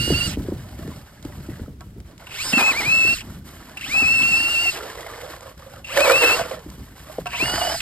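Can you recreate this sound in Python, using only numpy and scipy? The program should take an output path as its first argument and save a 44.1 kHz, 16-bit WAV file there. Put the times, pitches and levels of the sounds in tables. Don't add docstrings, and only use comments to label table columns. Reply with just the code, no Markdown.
import sys
import numpy as np
from scipy import signal
from scipy.fft import rfft, irfft, next_fast_len
from scipy.io import wavfile

SR = 44100
rng = np.random.default_rng(int(sys.argv[2]) if len(sys.argv) > 2 else 0)


def wrap_up_sound(samples):
    columns = np.atleast_2d(samples).T
    tamed = np.clip(columns, -1, 1)
    steps = np.round(tamed * 32767).astype(np.int16)
    wavfile.write(sys.argv[1], SR, steps)


N = 344729
TIME = np.arange(N) / SR


def from_db(db):
    return 10 ** (np.asarray(db) / 20)


def rms_one(x):
    return x / np.sqrt(np.mean(x ** 2) + 1e-20)


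def in_time(rows):
    s, *columns = np.transpose(rows)
    return [np.interp(TIME, s, c) for c in columns]


def at_hz(points, hz):
    f, value = np.transpose(points)
    return np.interp(np.log(hz + 1), np.log(f), value)


def colour(x, spectrum):
    size = next_fast_len(N)
    gain = from_db(at_hz(spectrum, np.fft.rfftfreq(size, 1 / SR)))
    return rms_one(irfft(rfft(x, size) * gain, size)[:N])


def band(x, low_hz, high_hz):
    sections = signal.butter(2, [low_hz, min(high_hz, 20000)], "band", fs=SR, output="sos")
    return signal.sosfilt(sections, x + 1e-18)


def drift(rate):
    r = np.exp(-40 * np.pi * rate / SR)
    slow = signal.lfilter([1], [1, -2 * r, r * r], rng.standard_normal(N // 20 + 2002))[2000:]
    return np.interp(np.arange(N) / 20, np.arange(len(slow)), rms_one(slow))


def resonate(x, hz, width_hz):
    r = np.exp(-np.pi * width_hz / SR)
    zeros = np.array([1, 0, -1]) * (1 - r * r) / 2
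    poles = [1, -2 * r * np.cos(2 * np.pi * hz / SR), r * r]
    return signal.lfilter(zeros, poles, x + 1e-18)


def gliding_resonance(x, hz, width_hz):
    turn = np.exp(2j * np.pi * np.cumsum(hz) / SR)
    r = np.exp(-np.pi * width_hz / SR)
    return 2 * np.real(turn * signal.lfilter([1 - r], [1, -r], x / turn))


def ring(x, modes):
    return sum(from_db(db) * resonate(x, hz, np.log(1000) / (np.pi * t60)) for hz, db, t60 in modes)


def swells(events, rise_s, fall_s):
    out, age = np.zeros(N), TIME[:SR // 4]
    shape = (1 - np.exp(-age / rise_s)) ** 2 * np.exp(-age / fall_s)
    for s, db in events:
        at = max(int(s * SR), 0)
        out[at:at + len(age)] += from_db(db) * shape[:N - at] / shape.max()
    return out


def holds(events, rise_s, fall_s):
    out = np.zeros(N)
    for s, length, db in events:
        rise = np.clip((TIME - s) / rise_s, 0, 1)
        fall = np.exp(-np.maximum(TIME - s - length, 0) / fall_s)
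        out += from_db(db) * rise * fall
    return out


def grains(per_s, spread_db):
    sizes = from_db(spread_db * np.minimum(rng.exponential(1, N), 4)) * rng.choice([-1, 1], N)
    return rms_one(sizes * (rng.random(N) < per_s / SR))


# frequency_hz, density_db [per Hz]
CRUNCH_SPECTRUM = [(150, -62), (300, 3), (600, 0.5), (1500, 3), (2200, -2), (3500, -4.5), (5000, -6.5),
                   (8000, -11), (12500, -12.5), (14200, -19), (15500, -39)]


def still_air():
    return from_db(-61) * np.array([colour(rng.standard_normal(N), CRUNCH_SPECTRUM) for side in range(2)])


# start_s, level_db
WIND = [(0, -27.5), (.35, -31), (.7, -39), (.98, -37.5), (1.07, -49), (1.3, -41), (1.8, -43), (2.0, -40),
        (2.35, -53), (3.4, -38), (3.65, -47), (4.27, -38), (4.7, -51), (5.4, -48.5), (6.8, -42),
        (7.05, -47), (7.55, -39), (7.82, -44)]
# frequency_hz, density_db [per Hz]
RUMBLE_SPECTRUM = [(20, -39), (45, 2), (70, 5), (130, 2.5), (220, -2.5), (350, -10), (550, -21),
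                   (1000, -36), (2000, -47)]
# start_s, knock_level_db, knock_pitch_hz, puff_level_db
BUFFETS = [(.076, -15.5, 280, -26), (.103, -7.5, 310, -26), (.121, -11, 280, -31), (.25, -28, 200, -27),
           (.371, -13.5, 260, -25), (.45, -26, 350, -38), (.484, -14.5, 380, -35), (.52, -13.5, 340, -31),
           (.79, -25, 330, -35), (.849, -25, 300, -37), (.878, -23, 320, -37), (1.25, -19, 300, -32),
           (1.37, -30, 220, -35), (1.487, -19, 290, -33), (1.595, -27, 260, -31), (1.68, -25, 290, -36),
           (1.962, -33, 300, -34), (2.86, -27, 260, -33), (3.048, -20, 260, -33), (3.27, -30, 220, -36),
           (4.022, -19.5, 280, -36), (4.21, -24, 260, -35), (6.39, -32, 200, -38), (6.661, -24, 300, -35),
           (6.78, -32, 200, -38), (7.183, -13, 430, -33), (7.424, -15, 350, -31), (7.535, -22, 320, -33)]


def wind():
    wind_db, = in_time(WIND)
    shared, apart = [colour(rng.standard_normal(N), RUMBLE_SPECTRUM) for draw in range(2)]
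    turbulence = shared + from_db(-21) * apart * np.array([[1], [-1]])
    s, knock_db, knock_hz, puff_db = np.transpose(BUFFETS)
    puffs = swells(zip(s, puff_db), rise_s=.015, fall_s=.03)
    gustiness_db = 2 * drift(18)
    gusts = np.hypot(from_db(wind_db - 1 + gustiness_db), puffs) * turbulence
    steady = from_db(-52) * rms_one(band(rng.standard_normal(N), 43, 84))
    eddy_hz = np.interp(TIME, s, knock_hz) * np.exp(.3 * drift(393))
    eddy = np.sin(2 * np.pi * np.cumsum(eddy_hz) / SR) + .29 * rng.standard_normal(N)
    knocks = eddy * swells(zip(s, knock_db), rise_s=.0011, fall_s=.0048)
    return steady + gusts + from_db(-2) * band(knocks, 140, 800)


# start_s, length_s, cloth_level_db, snow_level_db
SHUFFLES = [(0, .33, -50, -43), (.36, .38, -55.5, -49), (.76, .24, -54, -47), (1.04, .16, -62, -54),
            (1.22, .25, -57, -49.5), (1.49, .14, -55, -50), (1.79, .1, -62, -64), (2.04, .09, -68, -54),
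            (2.18, .24, -59, -47), (2.43, .08, -50, -37), (3.2, .16, -54, -48), (3.44, .13, -50, -47),
            (3.58, .2, -56, -48), (4.71, .21, -52, -35), (4.95, .4, -52, -39), (5.4, .1, -54, -46),
            (5.57, .22, -59, -48), (6.42, .12, -53, -35.5), (6.6, .32, -56, -52), (6.95, .26, -52, -47)]
SHUFFLE_RISE_S, SHUFFLE_FALL_S = .03, .04
# frequency_hz, density_db [per Hz]
FABRIC_SPECTRUM = [(1200, 1), (2500, 3.5), (4000, 1), (6000, 0), (9000, -0.5), (12500, 1.5), (14500, -2),
                   (15800, -12)]


def rustle():
    cloth = [(s, length, db) for s, length, db, _ in SHUFFLES]
    rubbing = from_db(-70) + holds(cloth, SHUFFLE_RISE_S, SHUFFLE_FALL_S)
    fibres = grains(per_s=12000, spread_db=2)
    return rubbing * from_db(2.1 * drift(22)) * colour(fibres, FABRIC_SPECTRUM)


# start_s, level_db [relative]
TICKS = [(1.2263, -29.5), (1.25, -26), (1.807, -30), (2.002, -34), (2.1785, -31), (5.0065, -26),
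         (5.407, -26), (5.577, -34), (5.716, -35), (6.5111, -29), (6.7006, -28)]


def ticks():
    snap = swells(TICKS, rise_s=.0002, fall_s=.003)
    return from_db(-6.5) * band(snap * rng.standard_normal(N), 750, 7500)


# start_s, level_db [relative]
CLACKS = [(2.2682, -25), (3.205, -19), (3.77, -17), (3.81, -17), (4.218, -8), (4.7694, -22), (5.8441, -23),
          (7.2666, -14.5), (7.803, -9)]
# frequency_hz, level_db [relative], t60_s
CLACK_MODES = [(700, -23, .06), (1050, -31, 0.09), (1540, -29, 0.089), (2440, -16, .05), (2686, 6.5, 0.022),
               (2800, -22, 0.11), (3200, -13, .05), (4900, -17.5, 0.01)]
# start_s, level_db [relative]
JOLTS = [(1.806, -35), (7.257, -18), (7.33, -21.5)]
# frequency_hz, level_db [relative], t60_s
SHAFT_MODES = [(716, -0.5, .07), (960, -3.5, .13), (1114, -2, 0.078), (1325, -2.5, 0.051), (1556, -4, .1)]


def clacks_and_jolts():
    clack = swells(CLACKS, rise_s=.0006, fall_s=.008) * rng.standard_normal(N)
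    jolt = swells(JOLTS, rise_s=.00033, fall_s=.012) * rng.standard_normal(N)
    clatter = from_db(-23) * band(clack, 900, 9900)
    return from_db(3) * ring(clack, CLACK_MODES) + clatter + from_db(16.5) * ring(jolt, SHAFT_MODES)


def lumps(per_s, cycles):
    pitches = np.geomspace(620, 2100, 16)
    total = np.zeros(N)
    for hz in pitches:
        impacts = grains(per_s / len(pitches), spread_db=3.5) * from_db(5.4 * drift(9.5))
        total += resonate(impacts, hz, hz / cycles) / hz ** .69
    return rms_one(total)


# start_s, length_s, sag_hz, crunch_level_db [relative]
CATCHES = [(.128, .019, 180, -45), (.199, .012, 167, -45), (.255, .025, 201, -42), (2.515, .02, 33, -27),
           (2.574, .035, 300, -18.5), (2.655, .069, 106, -31), (2.706, .03, 742, -40),
           (2.795, .025, 620, -25), (2.919, .125, 115, -45), (4.021, .014, 172, -37),
           (4.144, .056, 104, -45), (4.317, .01, 147, -42), (4.441, .011, 53, -48), (4.528, .041, 114, -48),
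           (4.638, .044, 133, -48), (5.952, .046, 110, -19.5), (6.037, .042, 577, -19.5),
           (6.086, .025, 100, -18), (6.209, .031, 229, -15.5), (6.275, .023, 198, -20),
           (6.35, .05, 200, -28), (7.47, .022, 72, -33), (7.598, .018, 216, -28), (7.66, .019, 123, -35)]
# start_s, level_db [relative]
IMPACTS = [(2.532, -7), (2.57, -7), (2.61, -14.5), (4.83, -22), (4.853, -22), (4.952, -26), (5.977, -14),
           (6.044, -19), (6.08, -9), (6.111, -12), (6.359, -18), (6.512, -16), (6.54, -20), (7.614, -7),
           (7.697, -12)]
# start_s, resonance_hz, boost_db [relative]
HOLE = [(2.2, 600, -2), (2.52, 228, -4), (2.6, 230, -13), (3.1, 235, 4), (4.25, 235, 1), (4.65, 330, -6),
        (4.9, 460, 1), (5.35, 520, 5), (6.0, 564, 8), (6.28, 490, -1), (6.55, 524, 11), (6.7, 400, -4),
        (7.35, 670, -12), (7.6, 700, 9)]
# multiple_of_resonance, width_hz [of each of two passes], level_db [relative]
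HOLE_MODES = [(0.999, 96, 4.5), (1.17, 87, -3.5), (2.1, 147, -11.5), (2.85, 127, -15)]


def ice(scrape):
    breaking = holds([(s, length, db) for s, length, _, db in CATCHES], rise_s=.015, fall_s=.035)
    snow = [(s, length, db) for s, length, _, db in SHUFFLES]
    shifting = holds(snow, SHUFFLE_RISE_S, SHUFFLE_FALL_S)
    force = np.sqrt(scrape ** 2 + breaking ** 2 + shifting ** 2)
    clumps = grains(per_s=4000, spread_db=2) * from_db(3.03 * drift(57))
    fractures = rms_one(clumps + .5 * rng.standard_normal(N))
    chunks = grains(per_s=130, spread_db=2)
    impacts = swells(IMPACTS, rise_s=.0005, fall_s=.006) * rng.standard_normal(N)
    crunch = from_db(-2.5) * force * colour(fractures, CRUNCH_SPECTRUM) + from_db(-8) * band(impacts, 290, 2500)
    tumble = from_db(-3) * force * lumps(per_s=560, cycles=20)
    hole_hz, hole_db = in_time(HOLE)
    knocks = from_db(hole_db + 13) * force * (chunks + .15 * fractures) + from_db(8.5) * impacts
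    hollow = np.zeros(N)
    for multiple, width_hz, db in HOLE_MODES:
        once = gliding_resonance(knocks, multiple * hole_hz, width_hz)
        hollow += from_db(db) * gliding_resonance(once, multiple * hole_hz, width_hz)
    return crunch + tumble + hollow


# trigger_s, blades_meet_ice_s, release_s, coasting_time_s, first_pitch_hz, release_pitch_hz,
# torque_level_db, scrape_level_db, drill_level_db, left_minus_right_db
BURSTS = [(-.298, -.298, .268, .092, 2575, 3000, -4.5, -46, -.5, -5),
          (2.277, 2.515, 3.138, .09, 2714, 2742, -2.7, -37.5, 0, -.5),
          (3.762, 3.762, 4.697, .09, 2625, 2850, -2.8, -37, -.3, .3),
          (5.84, 5.84, 6.347, .11, 2724, 2867, -5.5, -28, 2.3, 1),
          (7.256, 7.256, 7.748, .12, 2796, 3166, -1.5, -29.5, -1, 0)]
FREE_HZ = 3280
SPIN_UP_S, RECOVER_S = .171, .054
ENGAGE_S, LET_GO_S = .02, .012
FULL_LOAD_HZ, INERTIA_HZ = 620, 2000
TORQUE_POWER, SOFT_START_POWER = 1.7, 2.2
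COAST_POWER, COAST_DB = 1.7, -24


def motion():
    sag = np.zeros(N)
    for s, length, hz, _ in CATCHES:
        recovery = np.exp(-np.maximum(TIME - s - length, 0) / RECOVER_S)
        sag += hz * np.clip((TIME - s) / length, 0, 1) * recovery
    pitch, torque_db, scrape, level_db, pan_db = np.zeros((5, N))
    for (trigger, meet, release, coast_s, first_hz, last_hz,
         burst_db, scrape_db, drill_db, side_db) in BURSTS:
        now = (TIME > trigger) & (TIME < release + coast_s)
        t = TIME[now]
        ramp = (t - trigger) / SPIN_UP_S
        spin = ramp / (1 + ramp ** 8) ** (1 / 8)
        coast = 1 - np.clip((t - release) / coast_s, 0, 1) ** COAST_POWER
        loaded_hz = np.interp(t, [meet, meet + ENGAGE_S, release], [FREE_HZ, first_hz, last_hz])
        load = FREE_HZ - loaded_hz + sag[now]
        let_go = np.clip((t - release) / LET_GO_S, 0, 1)
        effort = np.clip((load + INERTIA_HZ * (1 - spin)) / FULL_LOAD_HZ, .02, 1)
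        torque = effort ** TORQUE_POWER * spin ** SOFT_START_POWER
        pitch[now] = (FREE_HZ - load) * spin * coast
        torque_db[now] = burst_db + 20 * np.log10(torque) + COAST_DB * let_go
        engaged = np.clip((t - meet) / ENGAGE_S, 0, 1)
        scrape[now] = from_db(scrape_db) * engaged * spin ** 2 * (1 - let_go)
        level_db[now], pan_db[now] = drill_db, side_db
    gain = from_db(level_db + pan_db / 2 * np.array([[1], [-1]]))
    return pitch, torque_db, scrape, gain


# multiple_of_pitch, level_db [relative]
MOTOR_TONES = [(.5, -19.5), (1, -12.5), (2, -18), (3, -28)]
# multiple_of_pitch, level_db [relative]
GEAR_TONES = [(.5, -48), (1.441, -47), (1.62, -36), (1.808, -58), (2, -46), (2.518, -50.5), (3.24, -42.5)]
# frequency_hz, density_db [per Hz]
GEARBOX_SPECTRUM = [(150, 9), (700, -40), (1400, 3), (2000, 6), (3300, 2), (4600, 6), (6200, 3), (8800, 2),
                    (10200, -4), (12500, -1.5), (14200, -8), (15000, -38)]
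HOUSING_HZ, HOUSING_WIDTH_HZ = 2636, 283


def drill(pitch, torque_db):
    running = pitch > 0
    speed = pitch / HOUSING_HZ
    slack = np.clip(1 - speed, 0, 1)
    carrier = 2 * np.pi * np.cumsum(pitch) / SR / 66
    flutter = from_db(torque_db / 2) * (.006 * drift(4) * np.sin(carrier) + .003 * drift(45))
    unevenness = .0278 * slack * drift(214)
    phase = 2 * np.pi * np.cumsum(pitch * (1 + flutter + unevenness)) / SR
    turn = phase / 6
    orders = sum(from_db(7.9 * drift(5)) * np.sin(k * turn + .5 * drift(40)) for k in range(7, 22))
    pulses = np.sqrt(2) * sum(from_db(db) * np.sin(k * phase) for k, db in MOTOR_TONES)
    pulses = pulses * from_db(torque_db + drift(68)) * (1 - slack ** 2)
    chatter_level = from_db(-33.5) + from_db(torque_db / 2 - 13) * slack
    chatter = running * chatter_level * grains(per_s=2700, spread_db=6)
    rattle = running * from_db(torque_db / 2 - 27) * slack * orders
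    whine = resonate(pulses + chatter + rattle, HOUSING_HZ, HOUSING_WIDTH_HZ)
    mesh = np.sqrt(2) * sum(from_db(db + 2.95 * drift(32)) * np.sin(k * phase + .6 * drift(74))
                            for k, db in GEAR_TONES)
    freedom = from_db(-.5 * np.clip(torque_db, -10, 0) - 6)
    teeth = grains(per_s=14000, spread_db=0) * (1 + .2 * np.sin(turn))
    hiss = from_db(-35) * colour(teeth, GEARBOX_SPECTRUM) * from_db(drift(48))
    gears = mesh * freedom * speed ** 3 + (hiss + from_db(-54.5) * orders) * speed ** .97
    return running * (whine + gears)


def snow_scatter(work):
    age = TIME[:SR // 25]
    response = rng.standard_normal((2, len(age))) * np.exp(-age / .014)
    response = response / np.linalg.norm(response, axis=1, keepdims=True)
    return from_db(-19) * signal.fftconvolve(work, response, axes=1)[:, :N]


# frequency_hz, left_lead_rad
PORT_PHASE = [(0, 0), (200, 0), (600, -.8), (1000, -.3), (1750, 0), (2550, 2), (3000, .7), (3400, 1.9),
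              (4300, 1.6), (4900, .8), (6000, 3.14), (7700, 6.2), (8300, 6.4), (10000, 9.42), (11900, 12.4),
              (13000, 12.7), (14200, 15.7)]
# frequency_hz, left_minus_right_db
PORT_BALANCE = [(200, 1), (580, -7), (950, -.3), (2000, -1), (2550, 2.5), (2720, -1), (2850, -2.5),
                (3200, -5.5), (4300, -7), (5800, -0.5)]


def ports(x):
    size = next_fast_len(N + SR // 10)
    hz = np.fft.rfftfreq(size, 1 / SR)
    lead = np.interp(hz, *np.transpose(PORT_PHASE))
    tilt = from_db(at_hz(PORT_BALANCE, hz) / 2)
    response = np.array([tilt, np.exp(-1j * lead) / tilt])
    return irfft(rfft(x, size) * response, size)[:, :N]


def scene():
    pitch, torque_db, scrape, gain = motion()
    motor = gain * drill(pitch, torque_db)
    work = motor + clacks_and_jolts() + ice(scrape) + rustle() + ticks()
    return ports(work) + snow_scatter(work) + wind() + still_air()


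def record(dry):
    return signal.sosfilt(signal.ellip(10, .1, 90, 15800, fs=SR, output="sos"), dry)


dry = scene()
out = record(dry)
wrap_up_sound(out)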